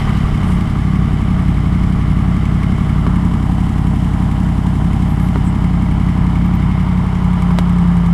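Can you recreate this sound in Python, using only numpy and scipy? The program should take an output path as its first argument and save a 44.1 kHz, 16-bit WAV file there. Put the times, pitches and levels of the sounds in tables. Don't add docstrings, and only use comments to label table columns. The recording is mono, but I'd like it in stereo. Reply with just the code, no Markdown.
import sys
import numpy as np
from scipy import signal
from scipy.fft import rfft, irfft, next_fast_len
from scipy.io import wavfile
from scipy.ndimage import uniform_filter1d, minimum_filter1d

SR = 44100
rng = np.random.default_rng(int(sys.argv[2]) if len(sys.argv) > 2 else 0)


def generate_wav(signal):
    frames = np.transpose(np.atleast_2d(signal))
    scaled = np.clip(frames, -1, 1) * 32767
    pcm = np.round(scaled).astype(np.int16)
    wavfile.write(sys.argv[1], SR, pcm)


N = 358691
T = np.arange(N) / SR
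SIZE = next_fast_len(N)
FREQ = np.maximum(np.arange(SIZE // 2 + 1) * SR / SIZE, 1e-3)
STOP_S = 3.6


def undb(db):
    return 10 ** (np.asarray(db) / 20)


def unit(x):
    return x / np.sqrt(np.mean(x ** 2))


def curve(table):
    return np.interp(T, *np.transpose(table))


def filtered(x, response):
    return irfft(rfft(x, SIZE) * response, SIZE)[..., :N]


def resonance(hz, width_hz):
    return 1 / (1 + 1j * (FREQ ** 2 - hz ** 2) / (FREQ * width_hz))


def colour(x, spectrum):
    hz, db = np.transpose(spectrum)
    return unit(filtered(x, undb(np.interp(np.log(FREQ), np.log(hz), db, left=-70, right=-70))))


def wander(rate_hz):
    step = int(SR / rate_hz)
    return unit(uniform_filter1d(np.repeat(rng.standard_normal(N // step + 1), step), step)[:N])


def stereo(mid, side, side_db, pan_db):
    sign = np.array([[1], [-1]])
    return (mid + sign * side * undb(side_db)) * undb(sign * pan_db / 2)


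# time_s, speed_rpm
ENGINE_SPEED = [(0.0, 1586), (0.28, 1378), (0.6, 1345), (0.86, 1404), (1.44, 1354), (2.58, 1356),
                (2.82, 1386), (3.26, 1323), (3.36, 1357), (5.44, 1354), (5.72, 1332), (6.12, 1364),
                (6.42, 1317), (6.7, 1376), (8.13, 1290)]

def engine_cycles():
    return np.cumsum(curve(ENGINE_SPEED)) / (2 * 60 * SR)


def move(start_s, end_s):
    return np.interp(T, (start_s, end_s), (0, 1))


def pose():
    down = move(4.85, 6.7)
    left = move(2.74, 3.46) * (1 - down)
    bent = move(6.65, 7.33)
    return left, down, bent


def at_helmet_db(balance, idle_rpm=1355, raised_rpm=1590):
    idle_db, revs_db, in_gear_db, left_db, down_db, bent_db = balance
    revs = (curve(ENGINE_SPEED) - idle_rpm) / (raised_rpm - idle_rpm)
    in_gear = 1 - move(.5, .8)
    left, down, bent = pose()
    return (idle_db + revs * revs_db + in_gear * in_gear_db
            + left * left_db + down * down_db + bent * bent_db)


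def strokes(cycle, phase, scatter_db, jitter_s):
    due = np.arange(int(cycle[-1]) + 1) + phase % 1
    chance = rng.standard_normal((len(due), 2))
    at = (np.interp(due, cycle, T, right=np.inf) + jitter_s * chance[:, 0]) * SR
    inside = (at >= 0) & (at < N)
    return np.bincount(at[inside].astype(int), undb(scatter_db * chance[inside, 1]), N)


def boom_swell(peak_s=.521, period_s=.4366):
    depth = np.clip(.8 * (1 - T / STOP_S), 0, 1)
    return 1 + depth * np.cos(2 * np.pi * (T - peak_s) / period_s)


# pitch_hz, width_hz, gain_db, polarity
PIPE_MODES = [(58.2, 33.7, -2, -1), (110.7, 5.8, -2, -1), (152.7, 20.4, 1, -1), (274.8, 18, -13, -1)]
AIRBOX_MODES = [(49.6, 11.4, 3.9, -1), (89.1, 10.4, -8, -1), (163.4, 34.4, 3, 1), (179.3, 8.9, 1.5, -1),
                (232, 5.9, -4, -1)]
# idle_db, revs_db, in_gear_db, left_db, down_db, bent_db
THUD_BALANCE = (-12.5, -4.5, -1.2, -.5, .1, -1.5)
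BOOM_BALANCE = (-21, -11, -1, -0.75, 2.5, 2)
BARK_BALANCE = (-25.5, -13, -2, 1, 0.5, -14)

def exhaust_and_intake(cycle):
    first, apart, intake_lag = .955, .372, .224
    gas = 0
    for modes, lag in ((PIPE_MODES, 0), (AIRBOX_MODES, intake_lag)):
        pulses = sum(strokes(cycle, first + lag + phase, scatter_db=.75, jitter_s=.00021)
                     for phase in (0, apart))
        cavity = sum(sign * undb(db) * resonance(hz, width) for hz, width, db, sign in modes)
        gas = gas + filtered(pulses, cavity)
    muffle_hz, opening_hz = 300, 45
    high, low = 1j * FREQ / muffle_hz, 1j * FREQ / opening_hz
    radiation = low ** 2 / (low ** 2 + low + 1)
    gas = unit(filtered(gas, radiation / (high ** 2 + np.sqrt(2) * high + 1)))
    boom_band = 1 / (1 + ((FREQ - 180) / 9) ** 4)
    bark_band = (1 - boom_band) / (1 + (200 / FREQ) ** 24)
    thud = filtered(gas, 1 - boom_band - bark_band)
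    bark = unit(filtered(gas, bark_band / (1 + (FREQ / 318) ** 12)))
    harmonic = np.exp(2j * np.pi * 16 * cycle)
    boom = unit(np.real(harmonic * np.mean(gas / harmonic)))
    return (thud * undb(at_helmet_db(THUD_BALANCE))
            + boom * undb(at_helmet_db(BOOM_BALANCE)) * boom_swell()
            + bark * undb(at_helmet_db(BARK_BALANCE)))


def rattle(cycle, repeat):
    one_cycle = rng.standard_normal(int(N / cycle[-1]))
    recurring = one_cycle[(cycle % 1 * len(one_cycle)).astype(int)]
    return np.sqrt(repeat) * recurring + np.sqrt(1 - repeat) * rng.standard_normal(N)


# frequency_hz, gain_db
GEAR_SPECTRUM = [(200, 13), (340, -1), (430, 1), (530, -11.5), (640, -2), (700, -5.5), (780, 2), (860, -3),
                 (1200, -3.5), (1450, -8.5), (1750, -9), (2400, -48)]
# idle_db, revs_db, in_gear_db, left_db, down_db, bent_db
GEAR_BALANCE = (-27, 2, 1.5, -1.06, -0.7, 1.05)

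def gears(cycle):
    grain = undb(1.25 * wander(260) + .5 * wander(35))
    mid, side = (colour(rattle(cycle, repeat=.53) * grain, GEAR_SPECTRUM) for _ in range(2))
    ahead_hz, left_hz, down_hz = 1287, 880, 1000
    left, down, _ = pose()
    centre_hz = (1 - left - down) * ahead_hz + left * left_hz + down * down_hz
    case = 0
    for hz in (785, 970, 1160):
        facing = np.exp(-(np.log(centre_hz / hz) / .16) ** 2)
        case = case + facing * unit(filtered(mid, resonance(hz, 150)))
    clatter = unit(mid + undb(-10.5) * case)
    return stereo(clatter, side, side_db=-20.5, pan_db=0) * undb(at_helmet_db(GEAR_BALANCE))


# phase_cycles, gain_db
VALVE_TAPS = [(.185, 6), (.54, -10), (0.896, -6.5)]
# frequency_hz, gain_db
CHAIN_SPECTRUM = [(1200, -16), (1650, -6.5), (2000, 4.5), (2300, -5), (2600, -6), (2900, -1), (3080, 0.5),
                  (3260, -4.5), (4400, -13), (5100, -10), (6200, -17), (9000, -33)]
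HISS_SPECTRUM = [(2500, 2), (4500, -8), (6100, -4.5), (7500, 0.5), (10000, -2.5), (11300, -6), (12500, -12),
                 (15000, -16)]
# idle_db, revs_db, in_gear_db, left_db, down_db, bent_db
CHAIN_BALANCE = (-39.5, 3.5, 2.5, -0.84, -0.4, 0.2)
COVER_BALANCE = (-42.5, 2.5, .5, -4.5, 2, -2.5)
HISS_BALANCE = (-50.5, 2, 1.7, 1.5, -1.5, 0.5)
TICK_BALANCE = (-6.5, -5, 3, 3, -1, 8.5)

def cylinder_head(cycle, fade_s=.0052):
    taps = sum(undb(db) * strokes(cycle, phase, scatter_db=2.5, jitter_s=.00039)
               for phase, db in VALVE_TAPS)
    decays = signal.lfilter([1], [1, -np.exp(-1 / (fade_s * SR))], taps)
    burst = uniform_filter1d(decays, size=60)
    grain = undb(wander(400))
    chain = [colour(rattle(cycle, repeat=.35) * grain * (1 + .34 * burst), CHAIN_SPECTRUM)
             for _ in range(2)]
    ping = unit(filtered(taps, resonance(2204, 130) ** 2))
    hum, hum_side = (unit(filtered(rattle(cycle, repeat=.49), resonance(2149, 320) ** 2))
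                     for _ in range(2))
    cover = unit(hum + undb(-3.5) * ping)
    ticking = 1 + undb(at_helmet_db(TICK_BALANCE)) * burst
    hiss = [colour(rng.standard_normal(N) * grain * ticking, HISS_SPECTRUM) for _ in range(2)]
    return (stereo(*chain, side_db=-8.5, pan_db=.8) * undb(at_helmet_db(CHAIN_BALANCE))
            + stereo(cover, hum_side, side_db=-26, pan_db=2.5) * undb(at_helmet_db(COVER_BALANCE))
            + stereo(*hiss, side_db=-1, pan_db=-1) * undb(at_helmet_db(HISS_BALANCE)))


# frequency_hz, gain_db
WIND_SPECTRUM = [(8, -13), (27, -3), (55, -1), (120, -11), (300, -21), (1000, -61)]
# time_s, level_db
WIND_FADE = [(0, -15.5), (.9, -26.5), (1.6, -29.5), (8, -38)]

def wind():
    mid, side = (colour(rng.standard_normal(N), WIND_SPECTRUM) for _ in range(2))
    gusts_db = 1.9 * wander(3.97)
    return stereo(mid, side, side_db=-24.5, pan_db=-1) * undb(curve(WIND_FADE) + gusts_db)


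def traffic_hum(pitch_hz=175.76, near_db=-27):
    nearness = np.interp(T, [0, STOP_S], [.4, 1])
    hum = unit(np.sin(2 * np.pi * pitch_hz * T + 1.2 * wander(5.3)))
    return hum * undb(near_db) * nearness


# peak_s, length_s, centre_hz, width_hz, level_db, pan_db
CLOTHING_RUSTLES = [(.175, 0.014, 11700, 1500, -55, -1), (0.508, 0.094, 8850, 4000, -47, -3),
                    (5.11, .05, 11400, 1200, -50, -7), (5.245, 0.074, 11100, 1200, -48, -8),
                    (5.453, 0.0034, 10000, 6000, -44, -3), (5.477, .04, 7950, 1600, -44, -5),
                    (6.46, .004, 13000, 3000, -46, 1), (6.554, 0.0044, 14000, 2000, -41, -6.5)]

def clothing():
    out = np.zeros((2, N))
    cloth = rng.standard_normal((2, N))
    for peak_s, length_s, hz, width, db, pan_db in CLOTHING_RUSTLES:
        swell = np.exp(-2 * ((T - peak_s) / length_s) ** 2)
        swish = filtered(cloth, resonance(hz, width) ** 2)
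        out += undb(db) * swell * unit(stereo(*swish, side_db=4.5, pan_db=pan_db))
    return out


# pitch_hz, width_hz, gain_db
MOUNT_MODES = [(264, 30, 17), (396, 29, 14), (590, 230, 1.5), (1030, 280, 7.5), (1350, 220, -10),
               (2110, 850, -5), (2890, 170, 0), (3790, 700, -8), (4870, 530, -8), (7700, 2500, -2)]
# start_s, peak_db, cutoff_hz
MOUNT_KNOCKS = [(3.0664, -6.5, 1680), (5.3583, -6, 1400), (7.5072, -11, 1720), (7.5871, 4.5, 4540)]

def mount_knocks(chatter_s=.0043):
    out = np.zeros((2, N))
    mount = sum(undb(db) * resonance(hz, width) for hz, width, db in MOUNT_MODES)
    for start_s, peak_db, cutoff_hz in MOUNT_KNOCKS:
        age = T - start_s
        chatter = stereo(*rng.standard_normal((2, N)), side_db=-12, pan_db=-9.5)
        force = (age >= 0) * np.exp(-np.abs(age) / chatter_s) * chatter * .056
        force[:, int(start_s * SR)] -= 1
        ring = filtered(force, mount / (1 + 1j * FREQ / cutoff_hz) ** 2)
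        out += undb(peak_db) * ring / np.abs(ring).max()
    return out


def scene():
    cycle = engine_cycles()
    engine = exhaust_and_intake(cycle) + gears(cycle) + cylinder_head(cycle)
    return engine + wind() + traffic_hum() + mount_knocks() + clothing()


def record(dry):
    port_lag_s, ceiling, top_hz = 5.6e-5, .86, 15500
    ports = np.array([dry[0], filtered(dry[1], np.exp(-2j * np.pi * FREQ * port_lag_s))])
    safe_gain = np.minimum(1, ceiling / (np.abs(ports).max(axis=0) + 1e-9))
    gain = uniform_filter1d(minimum_filter1d(safe_gain, size=300), size=300)
    lowpass = signal.ellip(8, .2, 70, top_hz, fs=SR, output="sos")
    return signal.sosfilt(lowpass, ports * gain)


dry = scene()
out = record(dry)
generate_wav(out)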